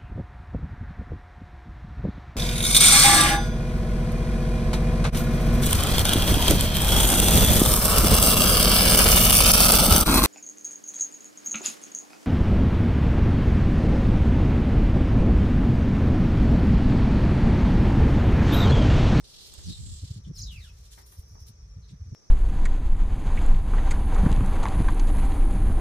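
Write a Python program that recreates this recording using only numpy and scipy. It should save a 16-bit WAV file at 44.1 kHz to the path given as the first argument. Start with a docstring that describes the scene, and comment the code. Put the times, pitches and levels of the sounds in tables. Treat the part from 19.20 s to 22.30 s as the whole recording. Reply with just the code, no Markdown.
"""Cobra and mongoose on sunlit paving

The cobra forces air through its glottis in one long hiss, then lunges; its scales rasp over the ground.
Thin falling whistles, probably a bird's, ring off the rocks and insects shrill far away.
Wind buffets the microphone until its sound cuts off with a click."""
import sys
import numpy as np
from scipy import signal
from scipy.fft import rfft, irfft
from scipy.io import wavfile

SR = 44100
rng = np.random.default_rng(int(sys.argv[2]) if len(sys.argv) > 2 else 0)


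def log_audio(samples):
    """Write samples as a 16-bit WAV file to the path given in sys.argv[1]."""
    # one column per channel
    frames = np.atleast_2d(samples).T
    # limit to full scale, then quantise
    limited = np.clip(frames, -1, 1)
    pcm = np.round(limited * 32767).astype(np.int16)
    wavfile.write(sys.argv[1], SR, pcm)


N = 136710
T = np.arange(N) / SR
WIND_CENTRED_S, CUT_S = 0.739, 2.949

# crisp top of hiss and scales: (frequency [Hz], density [dB])
SIZZLE_SPECTRUM = [(6500, -29), (9500, 19.5), (11500, 7), (13500, 19), (14800, -1)]


def hiss():
    """Turbulent air pulses from the glottis; a sinking mouth resonance joins late."""
    # force of the breath: (time [s], level [dB])
    breath = [(0, -61.5), (.036, -70.5), (.045, -54), (.09, -57), (.15, -54), (.235, -51), (.40, -56.5),
              (.48, -49), (.6, -54.5), (.75, -54), (.86, -55.5), (.95, -57), (1.0, -69.5), (1.03, -76)]
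    # glottal turbulence: (frequency [Hz], density [dB])
    air_spectrum = [(400, -18), (900, -13.5), (1600, -10), (2400, -7), (3400, 6.5), (4700, 8.5),
                    (6300, 1.5), (8200, -2.5), (10000, -3.5), (13500, -21.5), (15000, -31)]
    # mouth resonance: (time [s], level [dB])
    mouth_levels = [(.2, -70), (.45, -56), (.58, -56), (.68, -51.5), (.77, -52), (.83, -59.5), (.94, -60),
                    (1.0, -74)]
    pulse_db, flutter_db, sizzle_db = 2.2, 2, -15.5
    mouth_hz, fall_hz_per_s = 8180, 870
    pulse = amp(pulse_db * np.sin(jittered_phase(hz=35, jitter=0.155, rate_hz=13)))
    force = amp(curve(breath)[0] + flutter_db * drift(67))
    rush = force * (noise(air_spectrum) + amp(sizzle_db) * noise(SIZZLE_SPECTRUM))
    mouth_gain = amp(curve(mouth_levels)[0]) * (T < mouth_levels[-1][0])
    mouth = mouth_gain * resonance(mouth_hz - fall_hz_per_s * T, width_hz=1530)
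    return amp(-2) * widen(reflections(pulse * (rush + mouth)), side_db=1.5)


def scale_rasp():
    """Scales slide over paving; grit makes the friction noise grainy."""
    # body slides: (start [s], length [s], level [dB], sizzle re rasp [dB])
    slides = [(0.07, 0.1, -62, -2), (0.205, 0.14, -58, -5), (0.302, 0.17, -58.5, -13),
              (0.493, .17, -71, -1), (1.03, 0.064, -63.5, -25), (1.141, 0.088, -58.5, -1),
              (1.184, .11, -62, -2), (1.293, 0.075, -58.5, -5), (1.319, 0.24, -62.5, -7.5),
              (1.497, 0.25, -62.5, -6.5), (1.704, 0.057, -55.5, -4.5), (1.722, 0.12, -60.5, -1.5),
              (1.822, 0.22, -63.5, 5.5), (1.986, 0.21, -80, 7), (2.173, 0.076, -72.5, 2),
              (2.247, 0.07, -63.5, 1), (2.678, 0.045, -64, -23)]
    # scale friction: (frequency [Hz], density [dB])
    spectrum = [(600, -19), (1500, 0), (2500, 1), (3800, 10), (7000, 9.5), (9500, 3), (12000, -6.5),
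                (15000, -39)]
    grain_db, grain_hz = 3, 44
    rub_power = sum((amp(db) * swell(s, length)) ** 2 for s, length, db, _ in slides)
    sizzle_power = sum((amp(db + top_db) * swell(s, length)) ** 2 for s, length, db, top_db in slides)
    friction = np.sqrt(rub_power) * noise(spectrum) + np.sqrt(sizzle_power) * noise(SIZZLE_SPECTRUM)
    return reflections(friction * unit(amp(grain_db * drift(grain_hz))))


def scuffs():
    """Soft, dull knocks on the paving, each with its own level and brightness."""
    # contacts: (time [s], level [dB], low-pass [Hz])
    contacts = [(0.332, -59.5, 1500), (.388, -56.5, 1800), (1.776, -51, 3000), (1.922, -60, 5000),
                (2.15, -55, 1200)]
    # contact noise: (frequency [Hz], density [dB])
    spectrum = [(300, 5), (600, 0), (900, 4), (1400, -1.5), (2000, 4), (3000, -20), (6000, -25)]
    out = 0
    for s, db, top_hz in contacts:
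        lowpass = signal.butter(3, top_hz, fs=SR, output="sos")
        dull = unit(signal.sosfilt(lowpass, noise(spectrum)))
        out = out + strike(s, db, attack_s=0.00083, t60_s=0.22) * dull
    return out


def grit_ticks():
    """Grit ticks in short, bright bursts of noise."""
    # ticks: (time [s], level [dB])
    ticks = [(.043, -76), (.3385, -36)]
    # tick noise: (frequency [Hz], density [dB])
    spectrum = [(2000, -14), (5500, -12), (7500, 11), (10000, -4), (13000, 9), (15000, -16)]
    return sum(strike(s, db, attack_s=0.00028, t60_s=0.0098) for s, db in ticks) * noise(spectrum)


def whistles():
    """A long fall that turns raspy as its octave takes over, and short chirps, clean to scratchy."""
    # long whistle: (time [s], pitch [Hz], level [dB], octave re fundamental [dB], jitter [ratio])
    glide = [(1.135, 5845, -59.5, -40, .015), (1.156, 5080, -56.5, -36, 0.0073),
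             (1.177, 4178, -52, -34, 0.0074), (1.2, 4083, -60, -28, 0.0222), (1.255, 4035, -57, -26, 0.017),
             (1.282, 3710, -48, -18, 0.039), (1.322, 2867, -56.5, -37, 0.036),
             (1.368, 2571, -50, -16, 0.013), (1.395, 2193, -62.5, -1.5, 0.062),
             (1.432, 1840, -64.5, 9, 0.026), (1.475, 1412, -71.5, 5, 0.044), (1.505, 1275, -78, 18, 0.083)]
    # chirps: (start [s], length [s], from [Hz], to [Hz], level [dB], jitter [ratio])
    chirps = [(.405, 0.09, 6930, 5230, -56, .018), (0.459, 0.069, 5530, 3090, -50, .022),
              (0.493, 0.075, 4210, 3550, -50, .05), (1.038, 0.023, 3560, 3350, -60.5, .08),
              (1.155, 0.022, 5870, 4850, -48, 0.023), (1.173, 0.051, 7580, 3910, -43.5, 0.0087),
              (1.213, 0.032, 7710, 4010, -39.5, 0.0198), (2.618, 0.046, 4570, 3660, -64.5, .09),
              (2.68, 0.025, 4210, 3150, -61, 0.11)]
    jitter_hz, flutter_db, flutter_hz = 450, 2.5, 225
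    hz, db, octave_db, jitter = curve(glide)
    phase = jittered_phase(hz, jitter, jitter_hz)
    gate = (T > glide[0][0]) * (T < glide[-1][0])
    tones = amp(db) * (np.sin(phase) + amp(octave_db) * np.sin(2 * phase)) * gate
    for s, length, from_hz, to_hz, db, jitter in chirps:
        hz = from_hz * (to_hz / from_hz) ** ramp(T - s, length)
        tones = tones + amp(db) * swell(s, length) * np.sin(jittered_phase(hz, jitter, jitter_hz))
    flutter = amp(flutter_db * drift(flutter_hz))
    return rock_echo(np.sqrt(2) * tones * flutter)


def wind():
    """Rumble and eddies of a few uneven pressure swings each, until the sound cuts off with a click."""
    # wind between buffets: (time [s], level [dB])
    levels = [(0, -55), (.06, -64), (.3, -60), (.46, -47), (.7, -47.5), (1.0, -49), (1.15, -41),
              (1.26, -34.5), (1.42, -46), (1.52, -47), (1.85, -55.5), (2.15, -48), (2.38, -50),
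              (2.48, -45.5), (2.63, -46.5), (2.94, -49.5)]
    # rumble: (frequency [Hz], density [dB])
    rumble_spectrum = [(20, -59), (35, -6.5), (55, 3.5), (90, -6.5), (130, -13), (200, -23.5), (350, -69.5),
                       (800, -60)]
    # eddies on the microphone: (peak time [s], length [s], frequency [Hz], peak [dB])
    eddies = [(0.388, 0.017, 69.4, -39), (0.486, 0.07, 85.86, -34.5), (0.498, 0.056, 170, -43),
              (0.602, 0.035, 100, -37.5), (0.672, 0.096, 156.5, -52.5), (0.658, 0.083, 90, -41.5),
              (0.745, 0.09, 80, -34.5), (0.838, 0.029, 104.5, -29), (0.913, 0.016, 90.6, -27),
              (0.976, 0.047, 109, -34), (1.077, 0.022, 125.2, -35.5), (1.107, 0.024, 131.4, -31),
              (1.234, 0.038, 84.5, -31.5), (1.385, 0.11, 75.3, -40), (1.995, 0.018, 71.7, -29.5),
              (2.125, 0.026, 80.05, -38.5), (2.225, 0.018, 65.1, -35), (2.302, 0.018, 110.8, -38.5),
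              (2.581, 0.036, 85, -34.5), (2.731, 0.04, 115, -39), (2.822, 0.021, 70, -28.5),
              (2.879, 0.046, 89, -36), (2.929, 0.023, 112, -29.5)]
    # swirls inside an eddy: (frequency [Hz], density [dB])
    swirl_spectrum = [(80, -13), (170, 9.5), (330, -7), (500, -18), (900, -45)]
    swirl_db, swirl_ref_hz = -17, 98.1
    click_db, click_decay_s = -35, 0.00059
    rumble = amp(curve(levels)[0]) * noise(rumble_spectrum)
    uneven_time_s = np.cumsum(1 + 0.2082 * drift(63, channels=2), axis=1) / SR
    swirl_gain = 0
    for s, length, hz, db in eddies:
        push = amp(db) * np.exp(-np.minimum((2 * (T - s) / length) ** 2, 20))
        rumble = rumble + push * np.sin(2 * np.pi * (hz * uneven_time_s + rng.random((2, 1))))
        swirl_gain = swirl_gain + push * (hz / swirl_ref_hz) ** 3.84   # fast eddies shed more swirls
    width = ramp(WIND_CENTRED_S - T, 0.011)
    gusts = stereo(rumble[0], width * rumble[1]) + amp(swirl_db) * swirl_gain * noise(swirl_spectrum)
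    click = amp(click_db) * np.exp(-np.abs(T - CUT_S) / click_decay_s) * (T < CUT_S)
    return gusts * ramp(CUT_S - T, 0.0033) + click


def insects():
    """A distant chorus of narrow, throbbing noise bands."""
    # shrill bands: (centre [Hz], width [Hz], level [dB])
    bands = [(4820, 130, -82), (5470, 23, -70.5), (5565, 84, -78), (5690, 110, -76.5), (6150, 51, -74.5),
             (6020, 860, -73.5)]
    # chorus swell: (time [s], gain [dB])
    gains = [(0, -1), (1, 1.5), (1.7, 1.5), (2.05, 4.5), (2.2, 9), (2.33, 3), (2.75, -0.5), (2.9, 3.5),
             (3.1, 6)]
    throb = 1 + 0.092 * np.sin(jittered_phase(hz=100, jitter=0.195, rate_hz=14.1))
    chorus = sum(amp(db) * resonance(hz, width_hz) for hz, width_hz, db in bands)
    return amp(curve(gains)[0]) * throb * chorus


def outdoors():
    """Steady far noise and a low murmur that comes and goes."""
    # far noise: (frequency [Hz], density [dB])
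    air_spectrum = [(30, -1.5), (100, 7), (250, -16), (450, -1), (700, -12.5), (1200, -9), (2500, -14.5),
                    (4500, -52), (8000, -22), (11000, -29.5), (15000, -30)]
    # murmur: (time [s], level [dB])
    murmur_levels = [(0, -61.5), (.4, -60), (.75, -81), (1.6, -69.5), (2.3, -68), (2.93, -83),
                     (2.97, -63.5), (3.1, -63)]
    # murmur: (frequency [Hz], density [dB])
    murmur_spectrum = [(80, 4.5), (180, 3), (290, -0.5), (430, 2), (560, -5), (900, -9), (2000, -33)]
    air = amp(-66.5) * unit(reflections(noise(air_spectrum)))
    return air + amp(curve(murmur_levels)[0]) * noise(murmur_spectrum)


def reflections(x):
    """Early reflections comb the sound differently in each ear."""
    # paths off paving and rock: (left delay [s], right delay [s], gain [dB])
    paths = [(.00071, .00095, -21.5), (.0023, 0.0017, -14), (.0052, 0.005, -6), (0.0113, 0.0075, -3.5)]
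    echoes = 0
    for *delays_s, db in paths:
        delayed = [np.interp(T - delay_s, T, ear, left=0) for delay_s, ear in zip(delays_s, x)]
        echoes = echoes + amp(db) * np.array(delayed)
    return x + echoes


def rock_echo(x, direct_db=-2.5, echo_db=-1.5, t60_s=0.19):
    """Direct sound plus a short diffuse echo, different in each ear."""
    t = T[:SR // 2]
    tail = rng.standard_normal((2, len(t))) * np.exp(-np.log(1000) * t / t60_s)
    tail /= np.sqrt(np.sum(tail ** 2, axis=1, keepdims=True))
    return amp(direct_db) * x + amp(echo_db) * signal.fftconvolve(x, tail, axes=1)[:, :N]


def centre_bass(x, below_hz=186):
    """Mono bass during the later gusts."""
    mid, side = (x[0] + x[1]) / 2, (x[0] - x[1]) / 2
    blend = np.clip((T - WIND_CENTRED_S) / 0.019 + 1, 0, 1)
    blend *= np.clip((CUT_S - T) / 0.036 + 1, 0, 1)
    high_side = signal.sosfilt(signal.butter(5, below_hz, "high", fs=SR, output="sos"), side)
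    return stereo(mid, side + blend * (high_side - side))


def widen(x, side_db):
    """Raise what differs between the ears."""
    return stereo((x[0] + x[1]) / 2, amp(side_db) * (x[0] - x[1]) / 2)


def stereo(mid, side):
    """Mid and side to left and right."""
    return mid + side * [[1], [-1]]


def amp(db):
    """Decibels to gain."""
    return 10 ** (np.asarray(db) / 20)


def unit(x):
    """Scale to rms 1."""
    return x / np.sqrt(np.mean(x ** 2) + 1e-20)


def curve(rows):
    """Each value column, interpolated over time."""
    s, *columns = np.transpose(rows)
    return [np.interp(T, s, column) for column in columns]


def ramp(elapsed_s, length_s):
    """Linear rise, held within 0 to 1."""
    return np.clip(elapsed_s / length_s, 0, 1)


def swell(start_s, length_s):
    """Half-sine envelope."""
    return np.sin(np.pi * ramp(T - start_s, length_s))


def strike(start_s, db, attack_s, t60_s):
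    """Linear attack, exponential decay."""
    return ramp(T - start_s, attack_s) * amp(db - 60 * np.maximum(T - start_s, 0) / t60_s)


def drift(rate_hz, channels=1):
    """Smooth random motion, rms 1."""
    pole = np.exp(-2 * np.pi * rate_hz / SR)
    white = rng.standard_normal((channels, N + SR))
    return unit(signal.lfilter([1], [1, -2 * pole, pole * pole], white)[:, SR:])


def jittered_phase(hz, jitter, rate_hz):
    """Phase [rad] of a tone whose frequency wanders by a share of itself."""
    return 2 * np.pi * np.cumsum(hz * (1 + jitter * drift(rate_hz))) / SR


def noise(spectrum):
    """Shaped stereo noise with a gentle top roll-off, rms 1."""
    hz, db = np.transpose(spectrum)
    bins_hz = np.maximum(np.arange(N // 2 + 1) * SR / N, 1)
    gain = amp(np.interp(np.log(bins_hz), np.log(hz), db)) / (1 + (bins_hz / hz[-1] / 2) ** 2)
    return unit(irfft(rfft(rng.standard_normal((2, N))) * gain, N))


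def resonance(hz, width_hz):
    """Stereo noise band whose centre may move, rms 1."""
    phase = 2 * np.pi * np.cumsum(np.broadcast_to(hz, N)) / SR
    in_phase, quadrature = drift(width_hz / 2, channels=2), drift(width_hz / 2, channels=2)
    return unit(in_phase * np.cos(phase) + quadrature * np.sin(phase))


def scene():
    """Snake, whistles, insects and wind over quiet outdoor air."""
    background = outdoors()
    hiss_pan = amp([[-0.6], [0.6]])
    foreground = hiss() * hiss_pan + whistles() + scale_rasp() + scuffs() + grit_ticks()
    return centre_bass(foreground + insects() + wind() + background)


def record(dry):
    """Steep low-pass."""
    cutoff_hz = 14900
    return signal.sosfilt(signal.ellip(10, 0.2, 80, cutoff_hz, fs=SR, output="sos"), dry)


dry = scene()
out = record(dry)
log_audio(out)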